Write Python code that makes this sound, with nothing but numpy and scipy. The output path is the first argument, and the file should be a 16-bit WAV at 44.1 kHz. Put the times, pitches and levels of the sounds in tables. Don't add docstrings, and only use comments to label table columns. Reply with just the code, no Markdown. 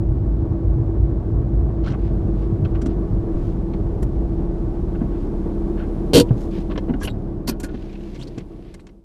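import sys
import numpy as np
from scipy import signal
from scipy.fft import rfft, irfft, next_fast_len
from scipy.io import wavfile

SR = 44100
rng = np.random.default_rng(int(sys.argv[2]) if len(sys.argv) > 2 else 0)


def log_audio(samples):
    frames = np.atleast_2d(samples).T
    limited = np.clip(frames, -1, 1)
    pcm = np.round(limited * 32767).astype(np.int16)
    wavfile.write(sys.argv[1], SR, pcm)


N = 398663
TIME = np.arange(N) / SR

# freq_hz, relative density_db
TREAD_ROAR = [(70, -8), (130, -3.5), (188, -2.5), (260, -8), (320, -3), (380, -6), (450, -11.5), (520, -17),
              (620, -17), (720, -20), (900, -25.5), (1000, -27.5), (1050, -32), (1110, -26), (1220, -34.5),
              (1280, -33), (1400, -38), (1480, -35.5), (1580, -38.5), (2130, -48), (3900, -81)]


def from_db(db):
    return 10 ** (np.asarray(db) / 20)


def rms_one(x):
    return x / np.sqrt(np.mean(x ** 2) + 1e-20)


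def in_time(rows):
    time_s, *columns = np.transpose(rows)
    return [np.interp(TIME, time_s, column) for column in columns]


def at_hz(points, hz):
    freqs_hz, levels_db = np.transpose(points)
    return np.interp(np.log(hz), np.log(freqs_hz), levels_db)


def coloured(x, spectrum):
    size = next_fast_len(N, True)
    hz = np.maximum(np.arange(size // 2 + 1) * SR / size, 1)
    low_edge = 1 / (1 + (spectrum[0][0] / hz) ** 4)
    high_edge = 1 / (1 + (hz / spectrum[-1][0]) ** 8)
    gain = from_db(at_hz(spectrum, hz)) * low_edge * high_edge
    return rms_one(irfft(rfft(x, size) * gain, size)[:N])


def noise(spectrum):
    return coloured(rng.standard_normal(N), spectrum)


def drift(rate_hz):
    step = 40
    pole = np.exp(-2 * step * np.pi * rate_hz / SR)
    white = rng.standard_normal(N // step + 2002)
    slow = signal.lfilter([1], [1, -2 * pole, pole * pole], white)[2000:]
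    return np.interp(np.arange(N) / step, np.arange(len(slow)), rms_one(slow))


def ring(force, hz, t60_s):
    radius = from_db(-60 / (t60_s * SR))
    angle = 2 * np.pi * hz / SR
    poles = [1, -2 * radius * np.cos(angle), radius * radius]
    return signal.lfilter([0, np.sin(angle)], poles, force + 1e-18)


def burst(start_s, length_s, rise_s, t60_s):
    t = np.arange(int((length_s + t60_s) * SR)) / SR
    at = round(start_s * SR)
    rise = 1 - np.exp(-t / rise_s)
    decay = np.exp(-np.log(1000) * np.maximum(t - length_s, 0) / t60_s)
    return slice(at, min(at + len(t), N)), (rise * decay)[:N - at]


def engine(overtone_db=-35.0, uneven_db=-9.0, waver_db=2.0):
    # time_s, firing_hz
    firing_curve = [(0, 53.23), (.4, 54.81), (1.5, 55.88), (1.94, 53.56), (2.14, 50.65), (3.1, 45.78),
                    (3.42, 36.94), (3.9, 35.32), (5.13, 35.59), (5.36, 33.05), (6.02, 34.43), (9.04, 32.65)]
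    # freq_hz, gain_db
    boom = [(48, -2), (68, 1), (100, -16), (132, -8), (160, -12), (182, 3), (203, 0), (230, -17),
            (305, -4.5), (400, -20.5), (700, -31.5)]
    idle_hz, idle_db = 34, -26.5
    load_db_per_octave, throb_db_per_octave = -2, 3.5
    slack_at_s, slack_half_width_s, slack_db = 2.6, .06, -14

    hz, = in_time(firing_curve)
    phase = 2 * np.pi * np.cumsum(hz) / SR
    load_octaves = np.log2(hz / idle_hz)
    load_db = load_octaves * (load_db_per_octave + throb_db_per_octave * drift(6.7))
    dropout_db = slack_db * np.exp(-((TIME - slack_at_s) / slack_half_width_s) ** 2)
    out = from_db(idle_db + load_db + humps() + dropout_db) * np.sin(phase)
    for k in range(3, 25):
        half = k % 2 and k > 3
        gain_db = overtone_db + at_hz(boom, hz * k / 2) + uneven_db * half + waver_db * drift(2.5)
        out += from_db(gain_db) * np.sin(phase * k / 2 + rng.uniform(0, 2 * np.pi))
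    return np.sqrt(2) * out


def humps():
    # centre_s, gain_db
    hump_rows = [(.08, 11), (.3, 8), (.55, 5.5), (.69, 15), (.81, 5), (1.02, 11), (1.39, 9.5), (1.6, 10.5),
                 (1.85, 8.5), (2.75, 5), (2.88, 7), (2.99, 5), (3.15, 4)]
    half_width_s = 0.055
    return sum(db * np.exp(-((TIME - s) / half_width_s) ** 2) for s, db in hump_rows)


def jolt(crack_db=-13.5, crack_t60_s=0.046, ring_db=-13.5):
    # start_s, relative level_db
    blows = [(6.134, -5), (6.140, -3.5), (6.146, 0), (6.151, -1.5), (6.157, 1), (6.164, -1.5), (6.168, 0),
             (6.173, -3), (6.179, 2), (6.185, -4), (6.191, -11.5), (6.198, 0), (6.205, -11), (6.209, -10)]
    # freq_hz, relative level_db, t60_s
    dash_modes = [(97.3, -4, 0.12), (118, -8.5, .2), (160.4, -2.5, 0.084), (219.2, -8, 0.05),
                  (254, -7, 0.1), (287, 2, 0.085), (378, -6.5, 0.21), (421, -4.5, 0.046), (474, 2.5, 0.1),
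                  (492, -6.5, 0.08), (539, -11, .06), (639, -16.5, 0.087), (960, -21.5, 0.18),
                  (1470, -23.5, 0.055), (2800, -18.5, .045), (3080, -19, .04), (3160, -18.5, .045),
                  (3430, -21.5, 0.045), (4130, -22.5, .04), (4460, -17.5, .045), (4550, -16.5, .045),
                  (4620, -20.5, .04), (5400, -25, .035), (8080, -26.5, .03)]
    # freq_hz, relative density_db
    clatter = [(350, -43), (600, 1.5), (735, 3.5), (808, -15), (889, -6), (1260, -15.5), (1410, -14),
               (1730, -10.5), (2420, -9), (3090, -1), (3680, -2), (4450, -1), (5760, -9.5), (8080, -9),
               (15300, -16.5)]

    force, crack_power = np.zeros(N), np.zeros(N)
    for s, level_db in blows:
        force[round(s * SR)] = from_db(level_db)
        span, shape = burst(s, 0.0011, 0.00034, crack_t60_s)
        crack_power[span] += (from_db(level_db) * shape) ** 2
    out = cabin(from_db(crack_db) * np.sqrt(crack_power) * noise(clatter))
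    volley_samples = (blows[-1][0] - blows[0][0]) * SR
    for hz, level_db, t60_s in dash_modes:
        push = force * (np.cos(2 * np.pi * hz * TIME) + 0.74 * rng.standard_normal(N))
        tone = rms_one(ring(push, hz, t60_s)) * np.sqrt(volley_samples / N)
        out += from_db(ring_db + level_db) * tone
    return out


def thumps(rise_s=0.0011, soft_hz=600, shake_db=-11.5, shake_t60_s=0.067):
    # start_s, level_db, pitch_hz, t60_s
    ruts = [(2.649, -29, 571, 0.052), (2.823, -21, 242, 0.21), (2.862, -12.5, 251, 0.079),
            (3.14, -20.5, 21, .3), (3.341, -15, 24.2, 0.3), (3.746, -18, 197, 0.083), (3.8, -15, 96, 0.17),
            (4.022, -10, 53.6, 0.16), (4.162, -13, 52.7, 0.59), (4.251, -16.5, 49.74, 0.14),
            (5.014, -7.5, 228, 0.061), (6.307, -4, 120, 0.11), (6.700, -26.5, 610, 0.13),
            (6.777, -19.5, 516.4, 0.055), (6.883, -14, 330, 0.059), (6.895, -10.5, 238, 0.075),
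            (6.907, -13, 242, 0.064), (6.938, -14, 263, 0.068), (7.041, -21, 408, 0.032),
            (7.483, -12.5, 243, 0.061), (7.492, -17, 307, 0.088), (7.513, -19.5, 220, .1),
            (7.634, -20, 284, 0.072), (7.742, -19, 233, 0.076), (8.18, -29.5, 130, .3),
            (8.376, -19, 132, 0.062), (8.377, -19, 265, 0.034), (8.38, -33, 474, 0.022)]
    out, shake = np.zeros(N), np.zeros(N)
    for s, level_db, hz, t60_s in ruts:
        span, shape = burst(s, 2 * rise_s, rise_s, t60_s)
        out[span] -= from_db(level_db) * shape * np.sin(2 * np.pi * hz * (TIME[span] - s))
        span, shape = burst(s, 2 * rise_s, rise_s, shake_t60_s)
        shake[span] += from_db(level_db + shake_db) * shape
    lowpass = signal.butter(2, soft_hz, fs=SR, output="sos")
    return signal.sosfilt(lowpass, out) + shake * noise(TREAD_ROAR)


def tyres(rumble_db=-26.5, drumming_db=-23.0, lumpy_db=2.6, patchy_db=1.0):
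    # time_s, swing_db
    road = [(0, -0.5), (2.85, 0.5), (3.4, -5), (3.7, -6.5), (5.2, -10), (5.8, -18), (7.2, -6.5), (8, -18.5),
            (9.04, -8)]
    # freq_hz, relative density_db
    rumble_spectrum = [(12, -6), (22, -1), (33, -8.5), (50, 11.5), (65, -6), (90, -17), (200, -37)]
    # freq_hz, relative density_db
    drumming_spectrum = [(50, -12.5), (72, 0.5), (95, 1.5), (115, -2), (133, -2), (165, -13.5), (230, -23),
                         (500, -51)]
    # time_s, level_db
    roar_curve = [(0, -29.5), (1.5, -29), (2.7, -28), (4.3, -29), (5.7, -27.5), (6.6, -28), (7.3, -27.5),
                  (7.9, -28.5), (9.04, -25)]
    rumble_road_share, rumble_hump_share, drum_hump_share = 0.39, 0.36, 0.097

    road_db, = in_time(road)
    swell_db = humps()
    rumble_level_db = rumble_db + rumble_road_share * road_db + rumble_hump_share * swell_db
    rumble = from_db(rumble_level_db) * noise(rumble_spectrum)
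    drumming_level_db = drumming_db + road_db + drum_hump_share * swell_db + lumpy_db * drift(9)
    drumming = from_db(drumming_level_db) * noise(drumming_spectrum)
    roar_level_db = in_time(roar_curve)[0] + patchy_db * drift(25)
    return rumble + drumming + from_db(roar_level_db) * noise(TREAD_ROAR)


def rattles(t60_s=0.037, t60_per_length=1.9, rise_share=0.19, chatter_db=3.0, part_q=4.5, part_db=-5.5):
    # start_s, length_s, level_db, top_edge_hz, resonance_hz
    contacts = [(1.833, 0.03, -45.5, 4500, 1200), (1.856, 0.028, -41.5, 5200, 1430),
                (1.876, 0.0091, -50, 9000, 3070), (1.897, 0.029, -47.5, 5400, 1500),
                (1.932, 0.014, -39.5, 2600, 1150), (2.647, 0.0089, -38.5, 3700, 1250),
                (2.747, 0.011, -40.5, 2960, 1250), (2.814, 0.0068, -39.5, 8100, 1300),
                (2.857, 0.0072, -38, 8000, 1400), (3.733, 0.0074, -44, 4200, 2200),
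                (4.024, 0.0064, -42, 12000, 1980), (4.946, 0.012, -46, 2463, 1500),
                (5.006, 0.015, -48, 2480, 1490), (5.11, .05, -53.5, 2800, 1500),
                (5.767, 0.058, -43, 2940, 1500), (6.282, .01, -51.5, 4000, 2870),
                (6.599, 0.0088, -51, 8000, 3600), (6.697, 0.024, -39, 3500, 1090),
                (6.756, 0.004, -33, 2900, 1100), (6.775, 0.0038, -27.5, 3780, 899),
                (6.784, 0.0049, -46, 5950, 1840), (6.886, 0.015, -41, 2700, 810),
                (6.936, 0.0049, -35.5, 2570, 1450), (6.999, 0.043, -45.5, 8000, 5850),
                (7.024, 0.032, -37.5, 12800, 10600), (7.074, 0.0025, -23.5, 4250, 2720),
                (7.081, 0.005, -39, 3600, 2600), (7.472, 0.0088, -26.5, 14300, 4450),
                (7.485, 0.01, -25.5, 14200, 4970), (7.514, 0.013, -45, 4990, 1465),
                (7.599, 0.0061, -38.5, 12600, 7000), (7.631, 0.014, -34, 11400, 1700),
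                (7.684, 0.012, -47.5, 3770, 1490), (7.741, 0.011, -46.5, 4400, 1700),
                (7.893, 0.0044, -48, 4500, 2170), (7.927, .004, -50, 6000, 2600),
                (7.953, 0.0058, -45, 4000, 2520), (8.144, .016, -45, 5970, 2110),
                (8.185, 0.044, -49, 8040, 3000), (8.272, 0.0091, -50, 7000, 4500),
                (8.377, 0.0077, -41, 7450, 2300), (8.395, .012, -49, 4000, 2200),
                (8.74, 0.0038, -43, 9200, 2000), (8.793, 0.0027, -52, 3500, 2000),
                (8.795, 0.012, -58, 9100, 3970), (8.868, 0.0017, -46.5, 6860, 1992),
                (8.887, 0.0088, -56.5, 4500, 2097)]
    # freq_hz, relative density_db
    trim = [(250, 12.5), (600, 13.5), (900, 7.5), (1250, 2.5), (1550, 2.5), (2000, 3), (2700, 0.5),
            (3400, 1.5), (4400, -1), (6000, 0), (8000, -0.5), (11000, -1), (15500, 6)]
    buzz = noise(trim) * rms_one(from_db(chatter_db * drift(200)))
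    out = np.zeros(N)
    for s, length_s, level_db, edge_hz, part_hz in contacts:
        span, shape = burst(s, length_s, rise_share * length_s, t60_s + t60_per_length * length_s)
        lowpass = signal.butter(4, edge_hz, fs=SR, output="sos")
        contact = signal.sosfilt(lowpass, buzz[span])
        band_hz = part_hz * np.exp(np.array([-1, 1]) / (2 * part_q))
        bandpass = signal.butter(2, band_hz, "band", fs=SR, output="sos")
        part = signal.sosfilt(bandpass, rng.standard_normal(len(shape)))
        out[span] += from_db(level_db) * shape * (rms_one(contact) + from_db(part_db) * rms_one(part))
    return out


def cabin(x):
    # delay_s, level_db
    reflections = [(.0007, -13), (.0019, -14.5), (.0028, -16.5), (.0053, -12)]
    out, power = x.copy(), 1
    for delay_s, level_db in reflections:
        out += from_db(level_db) * np.interp(TIME - delay_s, TIME, x, left=0)
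        power += from_db(2 * level_db)
    return out / np.sqrt(power)


def panel(rise_s=0.0017, vary_db=0.5, chatter_db=2.5):
    # freq_hz, relative level_db, t60_s
    panel_modes = [(560.2, 3, 0.076), (1446, -1.5, 0.17), (1700, -15, 0.09), (2430, -10, 0.098),
                   (4300, -8, 0.05), (5180, -15, 0.041)]
    # start_s, level_db
    knocks = [(5.765, -52), (5.79, -47), (7.475, -43), (7.494, -35.5), (7.602, -42), (7.641, -37),
              (7.688, -52)]
    out = np.zeros(N)
    for hz, mode_db, t60_s in panel_modes:
        chatter = rms_one(from_db(chatter_db * drift(120)))
        for s, level_db in knocks:
            span, shape = burst(s, rise_s, rise_s, t60_s)
            gain = from_db(level_db + mode_db + vary_db * rng.standard_normal())
            out[span] += gain * shape * chatter[span] * np.sin(2 * np.pi * hz * (TIME[span] - s))
    return out


def creaks(rise_s=0.00049, t60_s=0.042, overtone_db_per_octave=-15.0, grit_db=5.0):
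    # start_s, length_s, level_db, start_hz, end_hz, pitch unsteadiness (0-1)
    slides = [(1.864, 0.019, -35, 1090, 1590, 0.06), (7.013, 0.0065, -34, 1060, 1135, 0.09),
              (7.015, 0.019, -33.5, 1620, 1650, 0), (7.046, 0.011, -33.5, 2700, 3050, 0.01),
              (7.093, 0.017, -44.5, 3803, 3830, 0.01), (8.21, 0.024, -42.5, 3070, 4400, 0.07),
              (8.226, .01, -49, 4300, 5300, .06), (8.27, .012, -50, 3930, 4600, .08)]
    out, wobble, grit = np.zeros(N), drift(700), drift(900)
    for s, length_s, level_db, start_hz, end_hz, jitter in slides:
        span, shape = burst(s, length_s, rise_s, t60_s)
        glide_hz = np.interp(TIME[span], [s, s + length_s], [start_hz, end_hz])
        phase = 2 * np.pi * np.cumsum(glide_hz * (1 + jitter * wobble[span])) / SR
        slips = sum(from_db(overtone_db_per_octave * np.log2(k)) * np.sin(k * phase) for k in range(1, 4))
        out[span] += from_db(level_db) * shape * slips * rms_one(from_db(grit_db * grit[span]))
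    return out


def swishes(rise_share=0.26, t60_s=0.21, crunch_share=.35):
    # start_s, length_s, level_db, fine powder's power share (0-1)
    sprays = [(1.98, 0.1, -58.5, 0.01), (2.347, 0.096, -59.5, 0.01), (2.874, 0.043, -58, 0),
              (3.298, 0.21, -61, .2), (5.149, 0.088, -63, .1), (6.35, 0.09, -57, 0.6),
              (6.503, 0.084, -49.5, 0.02), (7.648, 0.29, -56.5, 0.05), (7.962, 0.21, -55.5, 0.09),
              (8.197, 0.21, -60, .05), (8.452, .2, -66, 0), (8.633, 0.095, -61.5, 0)]
    # freq_hz, relative density_db
    clump_spectrum = [(1500, 12), (3000, 7), (4800, 0.5), (7000, -14.5), (12500, -23)]
    # freq_hz, relative density_db
    powder_spectrum = [(3000, -1.5), (6500, 1.5), (9000, -7.5), (13000, -6)]
    clumps, powder, out = noise(clump_spectrum), noise(powder_spectrum), np.zeros(N)
    for s, length_s, level_db, fine in sprays:
        span, shape = burst(s, length_s, rise_share * length_s, t60_s)
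        snow = np.sqrt(1 - fine) * clumps[span] + np.sqrt(fine) * powder[span]
        out[span] += from_db(level_db) * shape * snow
    return out * np.sqrt(1 - crunch_share + crunch_share * crunch() ** 2)


def crunch(lumps_per_s=260, size_db=5.0, t60_s=0.014):
    struck = rng.random(N) < lumps_per_s / SR
    lumps = struck * from_db(size_db * np.minimum(rng.exponential(1, N), 3))
    power_decay = from_db(-60 / (t60_s * SR)) ** 2
    power = signal.lfilter([1], [1, -power_decay], lumps ** 2 + 1e-18)
    return rms_one(np.sqrt(power))


def hiss(grain_db=2.0, spray_hz=7000, spray_db_per_db=0.77):
    # time_s, level_db
    hiss_curve = [(0, -67), (1.7, -66.5), (2.1, -64.5), (4.5, -64), (5.2, -63), (6.5, -61), (6.8, -62),
                  (7.45, -64.5), (7.7, -63.5), (9.04, -53.5)]
    # freq_hz, relative density_db
    grain_spectrum = [(1200, -9), (2200, 2), (3200, -1), (5000, -5.5), (7000, -10), (10000, -12.5),
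                      (12200, -10.5), (13500, -27)]
    level_db, = in_time(hiss_curve)
    uneven = rng.standard_normal(N) * from_db(grain_db * rng.standard_normal(N))
    grains = coloured(uneven, grain_spectrum)
    lowpass = signal.butter(2, spray_hz, fs=SR, output="sos")
    coarse = signal.sosfiltfilt(lowpass, grains)
    spray = from_db(spray_db_per_db * (level_db - level_db.mean())) * (grains - coarse)
    return from_db(level_db) * (coarse + spray)


def fan(level_db=-33, waver_db=1.75, wander_hz=0.25):
    # time_s, blade_hz
    blade_curve = [(0, 331.7), (1.35, 330), (1.55, 333), (2.6, 331.4), (4.6, 335.8), (4.95, 337.8),
                   (6.5, 332.9), (9.04, 334.8)]
    hz = in_time(blade_curve)[0] + wander_hz * drift(4.16)
    gain = np.sqrt(2) * from_db(level_db + waver_db * drift(5.0))
    return gain * np.sin(2 * np.pi * np.cumsum(hz) / SR)


def scene():
    fade_start_s, fade_end_s = 6.17, 9.11
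    fade = np.clip((fade_end_s - TIME) / (fade_end_s - fade_start_s), 0, 1)
    running = engine() + tyres() + hiss() + fan()
    contacts = jolt() + thumps() + cabin(rattles()) + panel() + creaks() + swishes()
    return (fade * running + contacts)[None]


def record(dry, top=1.0, cutoff_hz=15200):
    lowpass = signal.ellip(10, .1, 80, cutoff_hz, fs=SR, output="sos")
    return signal.sosfilt(lowpass, top * np.tanh(dry / top))


dry = scene()
out = record(dry)
log_audio(out)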